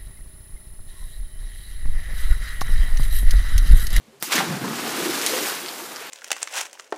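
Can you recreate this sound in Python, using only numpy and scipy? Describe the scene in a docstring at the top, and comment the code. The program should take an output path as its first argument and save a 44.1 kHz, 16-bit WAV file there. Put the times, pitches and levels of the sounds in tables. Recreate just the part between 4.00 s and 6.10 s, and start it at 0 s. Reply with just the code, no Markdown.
"""A body drops into an outdoor pool: a sharp slap, a tearing burst as the surface opens, then low gulps.
The slap is a very short pulse with a rattle; the burst and the spray raining back are crowds of tiny rings.
The closing cavity and the fizzing foam are crowds of longer rings; gulps are single tones gliding upward.
Splats and ticks, faint to loud, are puffs of noise through a resonance; a near wall echoes them and the slap.
Faint gurgles come before the plunge, over a quiet outdoor hush; both channels are alike."""
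import sys
import numpy as np
from scipy import signal
from scipy.fft import rfft, irfft
from scipy.io import wavfile

SR = 44100
rng = np.random.default_rng(int(sys.argv[2]) if len(sys.argv) > 2 else 0)


def output_pcm(signal):
    """Save a mono or channel-first signal as 16-bit PCM at the path in sys.argv[1].

    Samples are clipped to [-1, 1] before scaling.
    """
    pcm = np.clip(np.atleast_2d(signal).T, -1, 1) * 32767
    wavfile.write(sys.argv[1], SR, np.round(pcm).astype(np.int16))


N = 92610  # samples, 2.1 s


def from_db(db):
    """Turn decibels into a gain."""
    return 10 ** (np.asarray(db) / 20)


def rms_one(x):
    """Scale a sound to an average (rms) strength of 1."""
    return x / np.sqrt(np.mean(x ** 2) + 1e-20)


def in_time(rows):
    """Draw smooth curves from table columns; the level is near silence before the first row."""
    s, level, *rest = np.transpose(rows)
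    t = np.arange(N) / SR
    level_curve = np.interp(t, s, level, left=-120)
    return [level_curve] + [np.interp(t, s, column) for column in rest]


def at_hz(points, hz):
    """Read a spectrum table at any pitch, with pitch on a log scale."""
    table_hz, table_db = np.array(points).T
    return np.interp(np.log(hz), np.log(table_hz), table_db)


def drift(rate_hz):
    """Slow random wandering of spread 1: noise smoothed twice, worked out every 40 samples."""
    r = np.exp(-2 * np.pi * rate_hz * 40 / SR)
    noise = rng.standard_normal(N // 40 + 2002)
    slow = signal.lfilter([1], [1, -2 * r, r * r], noise)[2000:]  # drop the filter's start-up
    slow = rms_one(slow - slow.mean())
    return np.interp(np.arange(N) / 40, np.arange(len(slow)), slow)


def ring(clicks, hz, t60):
    """Each unit click starts a sine of height 1 that fades by 60 dB in t60 seconds."""
    r = from_db(-60 / (t60 * SR))
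    w = 2 * np.pi * hz / SR
    return signal.lfilter([0, np.sin(w)], [1, -2 * r * np.cos(w), r * r], clicks + 1e-18)


def grains(pitches, per_s, cycles, spread_db, patchy_db):
    """Random uneven impacts shared among resonators; each rms-1 ringing row then flickers in level."""
    sizes = from_db(spread_db * np.minimum(rng.exponential(1, N), 4)) * rng.choice([-1, 1], N)
    impacts = sizes * (rng.random(N) < per_s / SR)
    dealt = rng.integers(0, len(pitches), N)  # which resonator each impact strikes
    together = drift(25)
    rows = []
    for k, hz in enumerate(pitches):
        clicks = np.diff(impacts * (dealt == k), prepend=0)
        flicker = from_db(patchy_db * (.5 * together + drift(18)))
        rows.append(flicker * rms_one(ring(clicks, hz, cycles / hz)))
    return np.array(rows)


def weights(db_rows):
    """Turn decibels into gains whose powers add up to one."""
    gain = from_db(db_rows)
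    return gain / np.sqrt(np.sum(gain ** 2, axis=0))


def coloured(colour, low_hz, high_hz, count):
    """Spread resonators evenly in octaves and weigh them by a spectrum."""
    hz = np.geomspace(low_hz, high_hz, count)
    band_db = at_hz(colour, hz) + 10 * np.log10(hz)  # higher bands are wider, so hold more power
    return hz, weights(band_db)[:, None]


def swelling_tones(rows):
    """Tones swell quickly, fade 20 dB over their cycles and end that stretch 6 % higher in pitch."""
    out = np.zeros(N)
    for s, db, hz, cycles in rows:
        t = np.maximum(np.arange(N) / SR - s, 0)
        progress = t * hz / cycles  # 1 once the listed cycles have passed
        shape = (1 - np.exp(-t / .004)) * from_db(-20 * progress)  # 4 ms swell
        out += from_db(db) * shape * np.sin(2 * np.pi * hz * t * (1 + .03 * progress))
    return out


# colour of the outdoor hush: (pitch [Hz], relative level [dB per Hz])
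HUSH_COLOUR = [(18, -49), (30, -42), (130, -3), (860, -12.5), (1240, -14.5), (7390, -22.5), (15800, -32)]


def garden():
    """Faint outdoor hush: noise shaped by a spectrum, its level wavering slightly."""
    hz = np.maximum(np.fft.rfftfreq(N, 1 / SR), 1)
    spectrum = rfft(rng.standard_normal(N)) * from_db(at_hz(HUSH_COLOUR, hz))
    return from_db(-55 + 0.5 * drift(27)) * rms_one(irfft(spectrum, N))


# faint low gurgles before the plunge:
# (time [s], level before swell and fade [dB], starting pitch [Hz], fade length [cycles])
EARLY_GURGLES = [(.076, -43.5, 219, 12), (.085, -53, 525, 51), (0.126, -45, 391, 29)]


def gurgles():
    """A few faint low gurgles sound before the plunge."""
    return swelling_tones(EARLY_GURGLES)


# small bubbles in the foam: (time [s], level [dB])
FOAM_LEVEL = [(.21, -62), (.2265, -41), (.26, -60), (.31, -34.5), (.34, -30.5), (.4, -26.5), (.47, -35.5),
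              (.51, -31), (.61, -39), (.65, -32), (.75, -36), (.85, -32.5), (1.26, -34.5), (1.52, -33.5),
              (1.6, -40), (2.1, -42.5)]
# colour of the foam: (pitch [Hz], relative level [dB per Hz])
FOAM_SPECTRUM = [(260, 52), (450, 9.5), (508, 3.5), (699, 9), (1800, 7), (2340, -33), (3960, -120)]


def foam():
    """Foam fizzes as many small bubbles ring, each longer than a spray droplet in cycles."""
    hz, gain = coloured(FOAM_SPECTRUM, 450, 2340, count=16)
    small_bubbles = grains(hz, 3000, cycles=19.4, spread_db=0.5, patchy_db=0.5)
    level_db, = in_time(FOAM_LEVEL)
    return from_db(level_db) * np.sum(gain * small_bubbles, axis=0)


# spray striking the surface:
# (time [s], level before a 2.5 dB lift and the mist [dB], mist: treble lift at about 8.3 kHz [dB])
SPRAY_LEVEL = [(.2, -68, 17), (.2245, -44, -1), (.2265, -44.5, 16.5), (.245, -39.5, 8.5), (.302, -34.5, -2),
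               (.311, -28.5, -3), (.319, -28, -3), (.3215, -17.5, -4), (.338, -19, -5), (.349, -26, 0),
               (.357, -22, 0), (.372, -20.5, -7), (.382, -26, 0.5), (.395, -21, -8.5), (.42, -28, -5.5),
               (.47, -34, -3.5), (0.5, -35.5, -3), (0.592, -39, -2), (0.852, -32.5, -1), (1.458, -29, 1),
               (1.578, -35, 0), (1.672, -38, 1), (1.858, -43.5, 3.5), (2.1, -37.5, -7.5)]
# colour of the spray without mist: (pitch [Hz], relative level [dB per Hz])
SPRAY_SPECTRUM = [(590, -42), (1000, -5.5), (1640, -2.5), (2070, -1), (2490, -0.5), (3170, -3.5),
                  (4190, -2.5), (11300, -9), (14700, -13), (15800, -8.5)]


def spray():
    """Dense droplets set short rings going; finer mist lifts the treble and coarser spray lowers it."""
    level_db, mist_db = in_time(SPRAY_LEVEL)
    hz, gain = coloured(SPRAY_SPECTRUM, 1000, 15800, count=28)
    # the mist acts from 2.8 kHz up, fully at 8.3 kHz and at most 1.3 times as much above
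    share = np.clip(np.log2(hz / 2800) / 1.57, 0, 1.3)[:, None]
    droplets = grains(hz, 18000, cycles=10.2, spread_db=1.5, patchy_db=1.3)
    return from_db(level_db + 2.5) * np.sum(gain * from_db(mist_db * share) * droplets, axis=0)


# large bubbles of the closing cavity, later smaller and higher as it breaks up:
# (time [s], level [dB], centre pitch [Hz])
CAVITY_BUBBLES = [(.21, -56, 347), (.3, -44.5, 337), (.352, -31, 334), (.385, -30, 314), (.47, -33, 259),
                  (.51, -29, 191), (.57, -31.5, 220), (.605, -36, 235), (.63, -30, 216), (.7, -30.5, 245),
                  (.75, -35.5, 257), (1.0, -33, 310), (1.09, -30.5, 322), (1.2, -35.5, 342),
                  (1.33, -30.5, 392), (1.56, -42.5, 324), (2.1, -49.5, 396)]


def cavity():
    """Large bubbles ring low, grouped around a centre pitch that moves with time."""
    level_db, centre_hz = in_time(CAVITY_BUBBLES)
    hz = np.geomspace(110, 620, num=20)
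    octaves_off = np.log2(hz[:, None] / centre_hz)
    spread_octaves = 175 / centre_hz  # 4.3 dB weaker at this distance from the centre
    gain = weights(-4.3 * (octaves_off / spread_octaves) ** 2)
    large_bubbles = grains(hz, 1200, cycles=25.3, spread_db=1.0, patchy_db=1.16)
    return from_db(level_db) * np.sum(gain * large_bubbles, axis=0)


# big air pockets that ring out singly:
# (time [s], level before swell and fade [dB], starting pitch [Hz], fade length [cycles])
AIR_POCKETS = [(.24, -27.5, 814, 10), (0.277, -22, 330, 3.3), (0.38, -20.5, 179, 8.3), (.405, -23, 774, 43),
               (.501, -13.5, 159, 4.8), (0.521, -23, 228, 5.5), (.56, -22.5, 234.5, 8.9),
               (0.62, -21, 222, 4.8), (.64, -13, 191, 2.6), (0.645, -10, 930, 5), (0.662, -22, 204, 6.7),
               (0.689, -22.5, 250, 7.3), (1.055, -14.5, 342, 9.7), (1.079, -29, 248, 5.2),
               (1.087, -16, 336, 11.7), (1.329, -21, 500, 39), (1.794, -25, 894, 12.6),
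               (1.633, -27, 348, 11), (1.815, -32, 334, 8.5), (2.01, -26.5, 427, 7)]


def gulps():
    """Big air pockets ring out one by one as low, gliding gulps."""
    return swelling_tones(AIR_POCKETS)


# splats and ticks, faint to loud: drops, a hit's lower part, quick repeats:
# (time [s], peak level [dB], pitch [Hz], 60 dB ring length of each resonance [cycles])
SPLATS_AND_TICKS = [(.2075, -40, 4930, 10.0), (.2125, -36, 5100, 12.0), (.2315, -21, 1300, 1.5),
                    (.356, -15, 6500, 7.0), (.3803, -10, 1900, 3.5), (.387, -12, 1850, 4.0),
                    (1.215, -12, 4800, 1.6), (1.2634, -5, 4600, 1.2), (1.2636, -13, 2000, .9),
                    (1.2725, -13, 4500, 1.2), (1.2947, -15, 4500, 1.2), (1.661, -19, 4200, 4.0),
                    (1.684, -19, 4200, 3.5), (1.6885, -22, 3600, 3.0), (1.724, -24, 10000, 2.5),
                    (1.805, -25, 9000, 2.0), (1.928, -25, 9500, 1.8), (1.961, -18.5, 4900, 2.8),
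                    (1.966, -28, 5700, 3.5), (2.02, -30, 12000, 6.0), (2.067, -28, 12500, 6.0)]


def splats_and_ticks():
    """Each is a sharp noise puff with a weaker, longer spatter, sent twice through a resonance."""
    out = np.zeros(N)
    for s, db, hz, cycles in SPLATS_AND_TICKS:
        t = np.arange(N) / SR - s
        contact = np.exp(-np.abs(t) / .0005)  # fades over 0.5 ms
        spatter = from_db(-17) * np.exp(-np.abs(t) / .01)  # weaker, fades over 10 ms
        puff = rng.standard_normal(N) * (t >= 0) * (contact + spatter)
        rung_twice = ring(ring(puff, hz, cycles / hz), hz, cycles / hz)
        tick = np.diff(rung_twice, prepend=0)
        out += from_db(db) * tick / np.abs(tick).max()
    return out


def slap():
    """The body's slap: a sharp N-shaped pulse with a short rattle and a slower, lower push."""
    t = np.arange(N) / SR - .22606  # seconds from the slap
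    sharp_s, push_s = .000016, .00012  # pulse widths
    rattle = .2 * rng.standard_normal(N) * np.exp(-np.abs(t) / .0003)
    pulse = (.5 - t / sharp_s) * np.exp(.5 - (t / sharp_s) ** 2 / 2)
    push = -t / push_s * np.exp(.5 - (t / push_s) ** 2 / 2)
    return from_db(-2.5) * (rattle + pulse) + from_db(-27) * push


# reflection from the near wall: (delay [s], level [dB])
WALL_ECHOES = [(.0057, -6.5)]


def near_wall(sharp):
    """The wall sends back later, weaker copies of the sharp hits."""
    return sum(from_db(db) * np.pad(sharp, (int(s * SR), 0))[:N] for s, db in WALL_ECHOES)


def scene():
    """Add the water and the wall's echoes to the hush, alike in both channels."""
    sharp = splats_and_ticks() + slap()
    water = gurgles() + foam() + spray() + cavity() + gulps() + sharp
    mono = garden() + water + near_wall(sharp)
    return np.stack([mono, mono])


def record(dry):
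    """The microphone loses the deep bass and adds a faint low rumble; the extreme treble is cut."""
    x = signal.sosfilt(signal.butter(4, 111, "high", fs=SR, output="sos"), dry)
    rumble = rms_one(ring(rng.standard_normal(N), 54.6, t60=4.3 / 12))  # noise ringing at 54.6 Hz
    x = x + from_db(-78) * rumble
    return signal.sosfilt(signal.cheby2(24, 90, 15750, fs=SR, output="sos"), x)


dry = scene()
out = record(dry)
output_pcm(out)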